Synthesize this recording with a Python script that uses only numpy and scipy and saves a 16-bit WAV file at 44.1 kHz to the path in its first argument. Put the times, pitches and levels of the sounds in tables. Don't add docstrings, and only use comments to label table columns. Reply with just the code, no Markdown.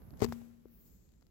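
import sys
import numpy as np
from scipy import signal
from scipy.fft import rfft, irfft, next_fast_len
from scipy.io import wavfile
from scipy.ndimage import uniform_filter1d

SR = 44100
rng = np.random.default_rng(int(sys.argv[2]) if len(sys.argv) > 2 else 0)


def generate_wav(signal):
    frames = np.transpose(np.atleast_2d(signal))
    scaled = np.clip(frames, -1, 1) * 32767
    pcm = np.round(scaled).astype(np.int16)
    wavfile.write(sys.argv[1], SR, pcm)


N = 57330

# f/Hz, left/dB, right/dB
WING_COLOUR = [(25, -57.5, -40), (65, -32.5, -28.5), (200, -39.5, -36.5), (370, -48, -46),
               (800, -56.5, -55.5), (1480, -62.5, -63.5), (3000, -75.5, -78.5), (7560, -80.5, -99),
               (10000, -80, -78), (11500, -68.5, -60), (15500, -75, -75.5)]
# t/s, left/dB, right/dB
AIR_PUFFS = [(0.117, -51, -37.5), (0.1311, -57, -36), (0.204, -57, -60), (0.279, -56, -48),
             (0.2869, -61, -26.5), (0.2997, -35.5, -29), (0.313, -60, -38), (0.3306, -41, -32.5)]
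# f/Hz, left/dB, right/dB
ROOM_TONE_COLOUR = [(20, -45, -47.5), (51, -38, -33.5), (90, -46.5, -45.5), (176, -44.5, -46.5),
                    (412, -57.5, -57.5), (780, -71, -73), (1530, -74.5, -77), (3500, -77.5, -83),
                    (7700, -78.5, -89), (8900, -95, -95), (11200, -80.5, -76), (15500, -82, -81.5)]
# t/s, level/dB, decay/ms, tilt/(dB per octave)
MESH_TICKS = [(.019, -21, 1.6, -5.5), (0.1064, -12, 0.87, 0), (.138, -18, 1.7, -4.5),
              (.174, -20.5, 0.8, 4.5), (0.1944, -10, 0.45, 5), (0.2048, -7, 1.7, -1), (0.217, 6, 0.55, 0),
              (0.2214, 14, 0.67, 1.5), (0.2277, 6.5, 0.51, -7.5), (0.2451, 14.5, 0.56, 2.5),
              (0.2632, -3.5, 1.9, -3), (0.2873, -6.5, 1.5, 0.5), (0.293, -8.5, .6, 4.5),
              (0.324, 8.5, 0.44, -2), (0.3261, -6, 7, 3), (0.4163, -19, 2, -4), (.684, -23, 0.7, 1.5),
              (1.091, -22.5, 0.74, 2.5), (1.12, -22.5, 0.83, 4.5), (1.1383, -21, 0.59, .5),
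              (1.211, -22, 0.65, 2.5), (1.2221, -21.5, 1.7, -1), (1.2264, -19, 0.64, 0),
              (1.268, -17.5, 0.9, 1.5)]
# f/Hz, left/dB, right/dB
TICK_COLOUR = [(100, -45, -31.5), (393, -24, -32.5), (820, -25.5, -33.5), (1700, -34.5, -34),
               (3000, -38.5, -49.5), (4620, -34.5, -66), (8000, -42, -59), (9300, -51, -57),
               (11950, -54, -42.5), (15500, -48.5, -51.5)]
# t/s, level/dB
SCRAPE_PRESSURE = [(0.167, -34.5), (0.197, -29.5), (0.206, -10), (.213, -17), (.218, -5.5), (0.224, -12.5),
                   (0.23, -2), (0.239, -0.5), (0.251, -2.5), (0.257, -20.5), (.275, -58.5)]
# f/Hz, left/dB, right/dB
SCRAPE_COLOUR = [(50, -13, -15), (200, -26, -19), (470, -13, -32.5), (900, -28.5, -60.5), (1900, -32, -64),
                 (3017, -36, -63.5), (5260, -35, -71), (7830, -36.5, -69), (9200, -51.5, -68.5),
                 (11900, -45.5, -44.5), (15500, -76.5, -53)]
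# t/s, level/dB, contact time/ms, gain (+ push, - pull)
KNOCK_CONTACTS = [(0.2218, -4.5, 0.52, 0.89), (0.2278, -7.5, 0.29, -0.68), (0.2284, -16.5, 0.31, 0.46),
                  (0.2457, -15, 0.32, -1.08), (0.2472, -15.5, 0.27, 0.76)]
# f/Hz, t60/s, left/dB, right/dB
CAGE_MODES = [(70.6, 0.082, -24, -39.5), (112, .1, -21, -33.5), (234.34, 0.78, -24.5, -55.5),
              (300, .06, -31.5, -51.5), (412.7, 0.053, -7.5, -27), (444.7, 0.069, -15.5, -25),
              (770, 0.013, -3, -41), (1137, 0.017, -5.5, -21.5), (2036, .1, -8, -32.5)]
# f/Hz, left/dB, right/dB
TAIL_COLOUR = [(103, -39.5, -30.5), (400, -29.5, -39), (800, -44, -42.5), (1560, -45.5, -46.5),
               (2840, -50, -54), (4900, -52, -65), (7700, -49, -61.5), (9300, -60, -60.5),
               (12000, -54, -51), (15500, -53.5, -54.5)]
# t/s, level/dB, right port against left/dB
PADDED_BUMPS = [(0.324, -5, -11), (0.6559, -1.5, -14)]
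# f/Hz, level/dB
BUMP_COLOUR = [(60, -26), (150, -11.5), (280, -0.5), (460, -1.5), (680, -25), (1300, -29.5), (2200, -52),
               (6000, -70)]
# peak t/s, rise/s, fall/s, centre f/Hz, width/Hz, left/dB, right/dB
FABRIC_BANDS = [(0.794, 0.077, 0.11, 15200, 2200, -55, -57.5), (0.85, 0.14, .13, 13000, 2260, -63, -61),
                (0.9, 0.088, 0.22, 7110, 1240, -62.5, -81), (0.9, 0.18, 0.18, 5130, 2540, -70, -90),
                (0.775, 0.13, 0.25, 1300, 2860, -73, -74.5)]
# f/Hz, left/dB, right/dB
HANDLING_COLOUR = [(19.9, -52.5, -50), (54.5, -34, -32.5), (95.4, -57.5, -52), (163, -48, -43.5),
                   (391, -56.5, -56.5), (868, -74.5, -71), (3930, -100, -100)]


def amp(db):
    return 10 ** (np.asarray(db, float) / 20)


def clock():
    return np.arange(N) / SR


def bin_hz(size=N):
    return np.arange(size // 2 + 1) * SR / size


def ports(left_db, right_db):
    return amp([[left_db], [right_db]])


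def noise():
    return rng.standard_normal((2, N))


def drift(rate_hz):
    hold = max(int(SR / rate_hz), 2)
    steps = np.repeat(rng.standard_normal(N // hold + 1), hold)
    return 1.2 * uniform_filter1d(steps, hold)[:N]


def decay(age, t60):
    return np.exp(-np.log(1000) * age / t60)


def highpass(x, hz, order=1):
    return signal.sosfilt(signal.butter(order, hz, "high", fs=SR, output="sos"), x)


def colour(x, table):
    size = next_fast_len(2 * N)
    size += size % 2
    hz, *sides = np.array(table, float).T
    log_f = np.log(np.maximum(bin_hz(size), 1))
    gain = amp([np.interp(log_f, np.log(hz), side) for side in sides])
    cepstrum = irfft(np.log(gain))
    cepstrum[:, 1:size // 2] *= 2
    cepstrum[:, size // 2 + 1:] = 0
    return irfft(rfft(x, size) * np.exp(rfft(cepstrum, size)))[:, :N]


def diffuse(shared_below_hz=125):
    alike = 1 / (1 + (bin_hz() / shared_below_hz) ** 2)
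    mid, side = rfft(noise()) * np.sqrt([(1 + alike) / 2, (1 - alike) / 2])
    return irfft(np.array([mid + side, mid - side]), N)


def wings(stop_s=0.32, fade_s=0.12, depth_db=2.5, puff_s=0.0015):
    t = clock()
    effort = np.exp(-np.maximum(t - stop_s, 0) / fade_s)
    air = noise()
    rustle = highpass(air, hz=500)
    flutter = (air - rustle) * amp(depth_db * drift(rate_hz=160))
    puffs = sum(ports(left, right) * np.exp(-((t - at) / puff_s) ** 2) for at, left, right in AIR_PUFFS)
    return colour(effort * (rustle + flutter), WING_COLOUR) - highpass(puffs, hz=55)


def room_tone(start_db=1.5, fall_db_per_s=3):
    return colour(diffuse(), ROOM_TONE_COLOUR) * amp(start_db - fall_db_per_s * clock())


def mesh_ticks(size=1024, pivot_hz=2980, flat_below_hz=700):
    out, lead = np.zeros((2, N + size)), size // 4
    age_ms = (np.arange(size) - lead) * 1000 / SR
    octaves = np.log2(np.maximum(bin_hz(size), flat_below_hz) / pivot_hz)
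    click = 2.41 * (age_ms == 0)
    for at, db, decay_ms, tilt in MESH_TICKS:
        crackle = 0.65 * rng.standard_normal((2, size)) * (age_ms > 0) * np.exp(-abs(age_ms) / decay_ms)
        start = max(int(at * SR) - lead, 0)
        out[:, start:start + size] += irfft(rfft(click + crackle) * amp(db + tilt * octaves))
    return colour(out[:, :N], TICK_COLOUR)


def mesh_scrape(grains_per_s=3400, spread_db=4):
    caught = rng.random(N) < grains_per_s / SR
    grains = caught * amp(spread_db * rng.standard_normal(N)) * np.sign(noise())
    at, db = np.array(SCRAPE_PRESSURE).T
    pressure = amp(np.interp(clock(), at, db, left=-np.inf, right=-np.inf))
    return colour(grains / grains.std() * pressure, SCRAPE_COLOUR)


def cage_knocks():
    t, ms_per_sample = clock(), 1000 / SR
    force = sum(push * amp(db) * np.exp(-abs(t - at) * 1000 / contact_ms)
                for at, db, contact_ms, push in KNOCK_CONTACTS)
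    ring = sum(ports(left, right) * np.cos(2 * np.pi * hz * t) * decay(t, t60)
               for hz, t60, left, right in CAGE_MODES)
    thud = ports(left_db=-3, right_db=-50) * highpass(force, hz=170)
    return thud + ms_per_sample * signal.fftconvolve(force[None], ring, axes=1)[:, :N]


def room_tail(start_s=0.23, build_s=0.081, t60=0.78):
    age = np.maximum(clock() - start_s, 0)
    build = 1 - np.exp(-age / build_s)
    return colour(noise() * build * decay(age, t60), TAIL_COLOUR)


def cage_bumps(ring_db=-55.5):
    t = clock()
    hz, t60 = max(CAGE_MODES, key=lambda mode: mode[1])[:2]
    ring = amp(ring_db) * np.sin(2 * np.pi * hz * t) * decay(t, t60)
    force = sum(ports(0, right) * amp(db) * (np.arange(N) == int(at * SR))
                for at, db, right in PADDED_BUMPS)
    thud = colour(force, [(f, db, db) for f, db in BUMP_COLOUR])
    return thud + signal.fftconvolve(force, ring[None], axes=1)[:, :N]


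def fabric_slide(roundness=1.5, skirt_order=2.1, flicker_db=0.85):
    t, out = clock(), 0
    for at, rise, fall, hz, width, left, right in FABRIC_BANDS:
        from_peak = abs(t - at) / np.where(t < at, rise, fall)
        onset = np.clip((t - at) / rise + 2, 0, 1)
        swell = onset * np.exp(-0.7 * from_peak ** roundness)
        off_centre = abs(2 * (bin_hz() - hz) / width)
        hiss = irfft(rfft(noise()) / np.sqrt(1 + off_centre ** (2 * skirt_order)), N)
        out = out + ports(left, right) * swell * hiss
    return out * amp(flicker_db * drift(rate_hz=54))


def handling(peak_s=0.875, width_s=0.12):
    return colour(diffuse(), HANDLING_COLOUR) / np.cosh((clock() - peak_s) / width_s)


def scene():
    return (wings() + room_tone() + mesh_ticks() + mesh_scrape() + cage_knocks()
            + room_tail() + cage_bumps() + fabric_slide() + handling())


def record(dry, low_cut_hz=42, top_hz=15900):
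    top_cut = signal.ellip(10, 0.2, 70, top_hz, fs=SR, output="sos")
    return signal.sosfilt(top_cut, highpass(dry, low_cut_hz, order=2))


dry = scene()
out = record(dry)
generate_wav(out)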